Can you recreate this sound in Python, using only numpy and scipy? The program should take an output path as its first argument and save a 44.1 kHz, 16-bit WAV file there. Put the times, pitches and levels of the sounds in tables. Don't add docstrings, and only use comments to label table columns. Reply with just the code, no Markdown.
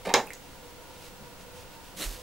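import sys
import numpy as np
from scipy import signal
from scipy.fft import rfft, irfft
from scipy.io import wavfile
from scipy.ndimage import uniform_filter1d

SR = 44100
rng = np.random.default_rng(int(sys.argv[2]) if len(sys.argv) > 2 else 0)


def how_loud(loudness_db):
    steps = np.asarray(loudness_db, float) / 20
    return 10 ** steps


def transcribe(u):
    v = np.clip(np.atleast_2d(u).T, -1, 1)
    q = np.round(v * 32767).astype(np.int16)
    wavfile.write(sys.argv[1], SR, q)


N = 97990

# frequency_hz, level_db
AIR_SPECTRUM = [(8.8, -8), (15, 3), (174, -2), (253, -6.5), (510, -5.5), (1950, -14), (2770, -13.5),
                (14600, -23), (15900, -27)]
AIR_DB = -48.5
# frequency_hz, likeness (0-1)
AIR_LIKENESS = [(60, 0.44), (180, 0.13), (550, 0.49), (1650, 0.46), (4970, 0.13), (15000, 0.071)]
AIR_LEAN_DB, NEAR_LEAN_DB = -1, -2
# pitch_hz, level_db, width_hz
HUM_TONES = [(29.8, -60.5, 24), (188, -66, 29), (284.6, -64, 31), (525, -64.5, 3.3), (715, -67, 82),
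             (818, -79.5, 3.5), (897, -65.5, 21), (958, -63, 6.7), (1002, -67, 24), (1434, -67, 32),
             (2726, -71.5, 33),
             (484, -63, 9), (497, -62, 14)]
# centre_s, pitch_hz, level_db, length_s
HUM_SWELLS = [(.66, 485, -57, .03), (.78, 490, -56, .05), (.93, 488, -56, .04), (1.07, 497, -58, .04),
              (1.585, 497, -50, .03), (1.56, 903, -60, .05), (1.8, 903, -54, .035), (2.0, 540, -54, .04),
              (2.2, 503, -53, .03)]
WHINE_HZ, WHINE_DB = 15650, -67.5
FLUTTER_HZ, FLUTTER_DEPTH = 50, 0.5

# time_s, level_db
DRAG_LEVEL = [(.049, -60), (.054, -42), (.066, -46), (.095, -44), (.115, -50), (.128, -60)]
# start_s, level_db, hardness (0-1)
TOUCHES = [(.0515, -27, .5), (.057, -28, .5), (.0615, -27, .4), (.0705, -21, .12), (.079, -28, .1),
           (.087, -25, .05), (.0925, -22, .55), (.102, -21, .3), (.111, -25, .1), (.122, -28, .05),
           (.133, -34, .5)]
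# start_s, level_db, hardness (0-1)
BLOWS = [
    (.1392, -11, 1.),
    (.1402, -6, 1.),
    (.1422, -12, .8),
]
# start_s, level_db, hardness (0-1)
RATTLES = [(.149, -19.5, 0.31), (.154, -15.5, 0.05), (.165, -15.5, 0.32), (0.176, -16.5, 0.35),
           (.190, -25.5, 0.73)]
# pitch_hz, level_db, t60_s
TRAY_MODES = [(305.6, -15, 0.072), (398.3, -10, 0.077), (454, -11, 0.064), (556, -13, 0.069),
              (788, -7, .085), (839.5, -5, 0.076), (891, -8.5, 0.079), (981, -10.5, 0.056),
              (1087, -11.5, 0.057), (1190, -11.5, 0.077), (1822, -6.5, 0.025), (2100, -10.5, 0.044),
              (3760, -9.5, 0.038), (4605, -11.5, 0.03)]
# frequency_hz, level_db (per Hz)
WALL_SPECTRUM = [(88, -48), (150, -36.5), (572, 1.5), (638, -5), (767, -6.5), (2670, -9.5), (2920, -17),
                 (6200, -20), (12000, -62), (15600, -71), (22000, -120)]
WALL_DB, WALL_T60_S = -3.5, 0.044
# frequency_hz, level_db (per Hz)
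CRACK_SPECTRUM = [(300, -29), (1070, -1), (2600, 4), (3700, 14.5), (6300, 12), (8000, 9.5), (10500, -6.5),
                  (15500, -25)]
CRACK_DB, CRACK_T60_S = 4, 0.0062
SOFT_HZ, HARD_HZ = 910, 9300
BODY_DB, LOW_CUT_HZ = -5, 160

# start_s, level_db, t60_s
GRIT_TICKS = [(0.05, -46, .01), (0.0526, -40.5, 0.013), (0.054, -40, .02), (.0585, -38, 0.021),
              (0.059, -40, .02), (0.0702, -37, 0.014), (0.075, -43, .02), (.079, -43, .015),
              (0.084, -51, .02), (.089, -43, 0.012), (0.0936, -34, 0.0095), (.0965, -43, .02),
              (0.105, -51, 0.025)]
# frequency_hz, level_db (per Hz)
GRIT_SPECTRUM = [(1000, -7), (2500, 9), (4000, -3), (6500, -2), (9000, -2.5), (12000, -10), (15500, -16)]

# frequency_hz, t60_s
ROOM_T60 = [(150, 0.4), (500, 0.25), (1500, 0.2), (4000, 0.17), (9000, 0.22), (15000, 0.32)]
# frequency_hz, level_db
ROOM_RETURN = [(200, 1), (1000, -0.5), (4000, 3), (8000, -5.5), (11000, -6.5), (16000, -4.5)]
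ROOM_DB, ROOM_SHARE = -2.5, 0.8
TABLE_ECHO_S = [0.00039, .0006]
TABLE_ECHO_DB = -11.5

# start_s, level_db, pitch_hz, t60_s
BUMPS = [(.068, -33, 190, .15), (.17, -42, 130, .2), (.175, -38, 230, .15), (1.39, -51, 180, .15),
         (1.58, -51, 90, .2), (1.955, -47, 185, .15), (1.99, -38.5, 305, .12), (2.14, -49, 95, .15),
         (2.15, -46, 60, .2)]
# level_db, pitch_hz, rise_s, t60_s
TABLE_THUD = (-27.5, 39, .028, .25)
THUD_S = 2.048

# start_s, level_db, pitch_hz, t60_s
TAPS = [(.0711, -21, 520, .016), (.0878, -27, 380, .012), (.1022, -26, 820, .03), (.1399, -13, 680, .006),
        (.1402, -12, 7300, .0035), (1.2085, -44, 175, .03), (1.222, -45, 175, .03)]
# start_s, level_db, pitch_hz, t60_s
DROPS = [(0.264, -40, 11000, .001), (0.2687, -34, 8400, 0.00077), (.2715, -42, 14000, .004),
         (.2727, -38, 11000, .001), (0.2736, -39, 2490, 0.012), (.305, -38, 8400, 0.002),
         (.305, -28.5, 2010, 0.0059), (0.3337, -28.5, 11100, 0.0007), (0.3337, -33, 4500, 0.0012),
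         (0.334, -34.5, 7620, 0.0044), (0.3335, -54, 2100, 0.0037), (0.338, -32.5, 6400, 0.0022),
         (.351, -41, 6650, 0.0064)]

# centre_s, level_db, length_s
STIRS = [(.5, -61, .06), (.68, -62, .04), (.95, -58, .06), (1.055, -51, .03), (1.26, -60, .03),
         (1.415, -55, .018), (1.59, -53, .035), (1.745, -56, .02), (1.87, -56, .03)]
# frequency_hz, level_db (per Hz)
STIR_SPECTRUM = [(300, -15), (1000, -11), (2500, -3.5), (5000, -6.5), (10000, -11.5), (15800, -19)]
# time_s, level_db
SLIDE_LEVEL = [(1.95, -64), (1.956, -61), (1.97, -43), (1.99, -37.5), (2.034, -32.5), (2.098, -43.5),
               (2.148, -44), (2.18, -50), (2.22, -50)]
# frequency_hz, level_db (per Hz)
SLIDE_SPECTRUM = [(80, -15), (163, 0), (522, -3), (797, -8.5), (2000, -5), (4340, -4.5), (7000, -5),
                  (14300, -10), (15800, -18)]
FIBRES_PER_S, FIBRE_DB = 8000, 1.2
RUB_S, RUB_LENGTH_S = 2.026, 0.017
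RUB_HZ, RUB_WIDTH_HZ, RUB_DB = 4350, 900, -6
EDGE_HZ = 15765


def evened(x):
    return x / np.sqrt(np.mean(x ** 2) + 1e-20)


def read(points, hz):
    f, value = np.transpose(points)
    return np.interp(np.log(hz + 1), np.log(f + 1), value)


def curve(points):
    s, db = np.transpose(points)
    return how_loud(np.interp(np.arange(N) / SR, s, db, -120, db[-1]))


def swell(centre_s, length_s):
    return np.exp(-((np.arange(N) / SR - centre_s) / length_s) ** 2 / 2)


def colour(x, points):
    gain = how_loud(read(points, np.fft.rfftfreq(x.shape[-1], 1 / SR)))
    return irfft(rfft(x) * gain, x.shape[-1])


def add(mix, s, sound):
    part = mix[round(s * SR):][:len(sound)]
    part += sound[:len(part)]


def resonate(x, hz, width_hz):
    r = np.exp(-np.pi * width_hz / SR)
    return signal.lfilter([1 - r], [1, -2 * r * np.cos(2 * np.pi * hz / SR), r * r], x)


def room_tone():
    frames, hz = N // 256 + 5, np.fft.rfftfreq(2048, 1 / SR)
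    a, b, c, d, patches = rng.standard_normal((frames // 2 + 4, 1025, 5)).T
    patches = uniform_filter1d(uniform_filter1d(patches, 20, axis=0), 5, axis=1)
    likeness = np.clip(read(AIR_LIKENESS, hz), -1, 1)[:, None]
    left = a + 1j * b
    right = likeness * left + np.sqrt(1 - likeness ** 2) * (c + 1j * d)
    gain = how_loud(read(AIR_SPECTRUM, hz)[:, None] + 0.12 * evened(patches))
    hiss = signal.istft(np.array([left, right]) * gain, nperseg=2048, noverlap=1536)[1][:, :N]
    return how_loud(AIR_DB - 0.5) * evened(hiss)


def appliance_hum():
    out, t = np.zeros(N), np.arange(N) / SR
    for hz, db, width_hz in HUM_TONES:
        settled = resonate(rng.standard_normal(N + SR), hz, width_hz)[SR:]
        out += how_loud(db) * evened(settled)
    for s, hz, db, length_s in HUM_SWELLS:
        out += how_loud(db) * np.sqrt(2) * swell(s, length_s) * np.sin(2 * np.pi * hz * t)
    return out


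def whine():
    t = np.arange(N) / SR
    flutter = 1 + FLUTTER_DEPTH * np.cos(2 * np.pi * FLUTTER_HZ * t)
    return how_loud(WHINE_DB) * np.sqrt(2) * np.sin(2 * np.pi * WHINE_HZ * t) * flutter


def air():
    return (room_tone() + appliance_hum() + whine()) * how_loud([[AIR_LEAN_DB / 2], [-AIR_LEAN_DB / 2]])


def tray():
    out, t = np.zeros(N), np.arange(4096) / SR
    modes = np.zeros(len(t))
    for k, (hz, db, t60) in enumerate(TRAY_MODES):
        modes += how_loud(db - 60 * t / t60) * np.sin(2 * np.pi * hz * t + k)
    wall_decay = how_loud(WALL_DB - 60 * t / WALL_T60_S)
    for s, db, hard in BLOWS + TOUCHES + RATTLES:
        noise, patch = rng.standard_normal((2, len(t)))
        corner_hz = SOFT_HZ * (HARD_HZ / SOFT_HZ) ** np.clip(hard, 0, 1)
        push = t[:200] * np.exp(-2 * np.pi * corner_hz * t[:200])
        body = modes + wall_decay * evened(colour(patch, WALL_SPECTRUM))
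        add(out, s, how_loud(db + BODY_DB) * np.convolve(body, push / push.sum()))
        crack = hard ** 2 * evened(colour(noise, CRACK_SPECTRUM)) / 2
        add(out, s, how_loud(db + CRACK_DB - 60 * t / CRACK_T60_S) * crack)
    slips = rng.standard_normal(N) * (rng.random(N) < 500 / SR)
    dragging = np.arange(N) < DRAG_LEVEL[-1][0] * SR
    out += signal.oaconvolve(slips * curve(DRAG_LEVEL) * dragging, modes)[:N]
    return signal.sosfilt(signal.butter(2, LOW_CUT_HZ, "high", fs=SR, output="sos"), out)


def grit():
    out, t = np.zeros(N), np.arange(2048) / SR
    for s, db, t60 in GRIT_TICKS:
        noise = rng.standard_normal(len(t))
        add(out, s, how_loud(db - 60 * t / t60) * evened(colour(noise, GRIT_SPECTRUM)))
    return out


def table_echo(near):
    bright = np.diff(near, prepend=0)
    return how_loud(TABLE_ECHO_DB) * np.array([np.roll(bright, round(s * SR)) for s in TABLE_ECHO_S])


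def room(x):
    taps = np.zeros((3, SR // 2))
    slots = np.arange(200, SR // 2 - 20, 20)
    at = slots + rng.integers(0, 20, (3, len(slots)))
    np.put_along_axis(taps, at, rng.choice([-1., 1.], at.shape), axis=1)
    own = colour(taps[1:], [(200, -26), (2000, -9.5), (9000, 3.5)])
    taps = colour(taps[0] + ROOM_SHARE * own, ROOM_RETURN)
    hz, t, z = signal.stft(taps, SR, nperseg=256)
    decay = how_loud(-60 * t / read(ROOM_T60, hz)[:, None])
    tail = signal.istft(z * decay, SR, nperseg=256)[1]
    return signal.fftconvolve(x[None], tail / np.linalg.norm(tail[0]), axes=1)[:, :N]


def thuds():
    out, t = np.zeros(N), np.arange(12000) / SR
    bumps = [(s, db, hz, 0.012, t60) for s, db, hz, t60 in BUMPS]
    for s, db, hz, rise, t60 in [(THUD_S, *TABLE_THUD)] + bumps:
        decay = how_loud(db - 60 * np.maximum(t - rise, 0) / t60)
        add(out, s, decay * np.minimum(t / rise, 1) * np.sin(2 * np.pi * hz * t))
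    return out


def taps_and_drops():
    out, t = np.zeros(N), np.arange(1500) / SR
    for s, db, hz, t60 in TAPS + DROPS:
        decay = how_loud(db - 60 * np.maximum(t - t60 / 7, 0) / t60)
        onset = np.minimum(t * 15 / t60, 1)
        add(out, s, decay * onset * np.sin(2 * np.pi * hz * t * (1 + 8 * t)))
    return out


def rustle():
    snapping = rng.random(N) < FIBRES_PER_S / SR
    strength = 0.5 + snapping * how_loud(FIBRE_DB * rng.exponential(1, N))
    snaps = rng.standard_normal((3, N)) * strength
    x = snaps[0] + 0.36 * snaps[1:]
    flicker = how_loud(1.2 * evened(uniform_filter1d(rng.standard_normal(N), 150)))
    stirs = sum(how_loud(db) * swell(s, length_s) for s, db, length_s in STIRS)
    rub = evened(resonate(resonate(x, RUB_HZ, RUB_WIDTH_HZ), RUB_HZ, RUB_WIDTH_HZ))
    slide = evened(colour(x, SLIDE_SPECTRUM)) + how_loud(RUB_DB) * swell(RUB_S, RUB_LENGTH_S) * rub
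    return flicker * (stirs * evened(colour(x, STIR_SPECTRUM)) + how_loud(-1.5) * slide * curve(SLIDE_LEVEL))


def scene():
    near = tray() + grit() + taps_and_drops()
    close = near + table_echo(near) + how_loud(ROOM_DB) * room(near) + rustle()
    lean = how_loud([[NEAR_LEAN_DB / 2], [-NEAR_LEAN_DB / 2]])
    return air() + lean * close + thuds() * how_loud([[-2.1], [1.6]])


def roll_off(x):
    return signal.sosfilt(signal.butter(12, 16820, fs=SR, output="sos"), x)


def record(dry):
    edge = signal.firwin(2001, EDGE_HZ, window=("kaiser", 7), fs=SR)
    mix = signal.oaconvolve(dry, edge[None], "same")
    return roll_off(mix)


dry = scene()
out = record(dry)
transcribe(out)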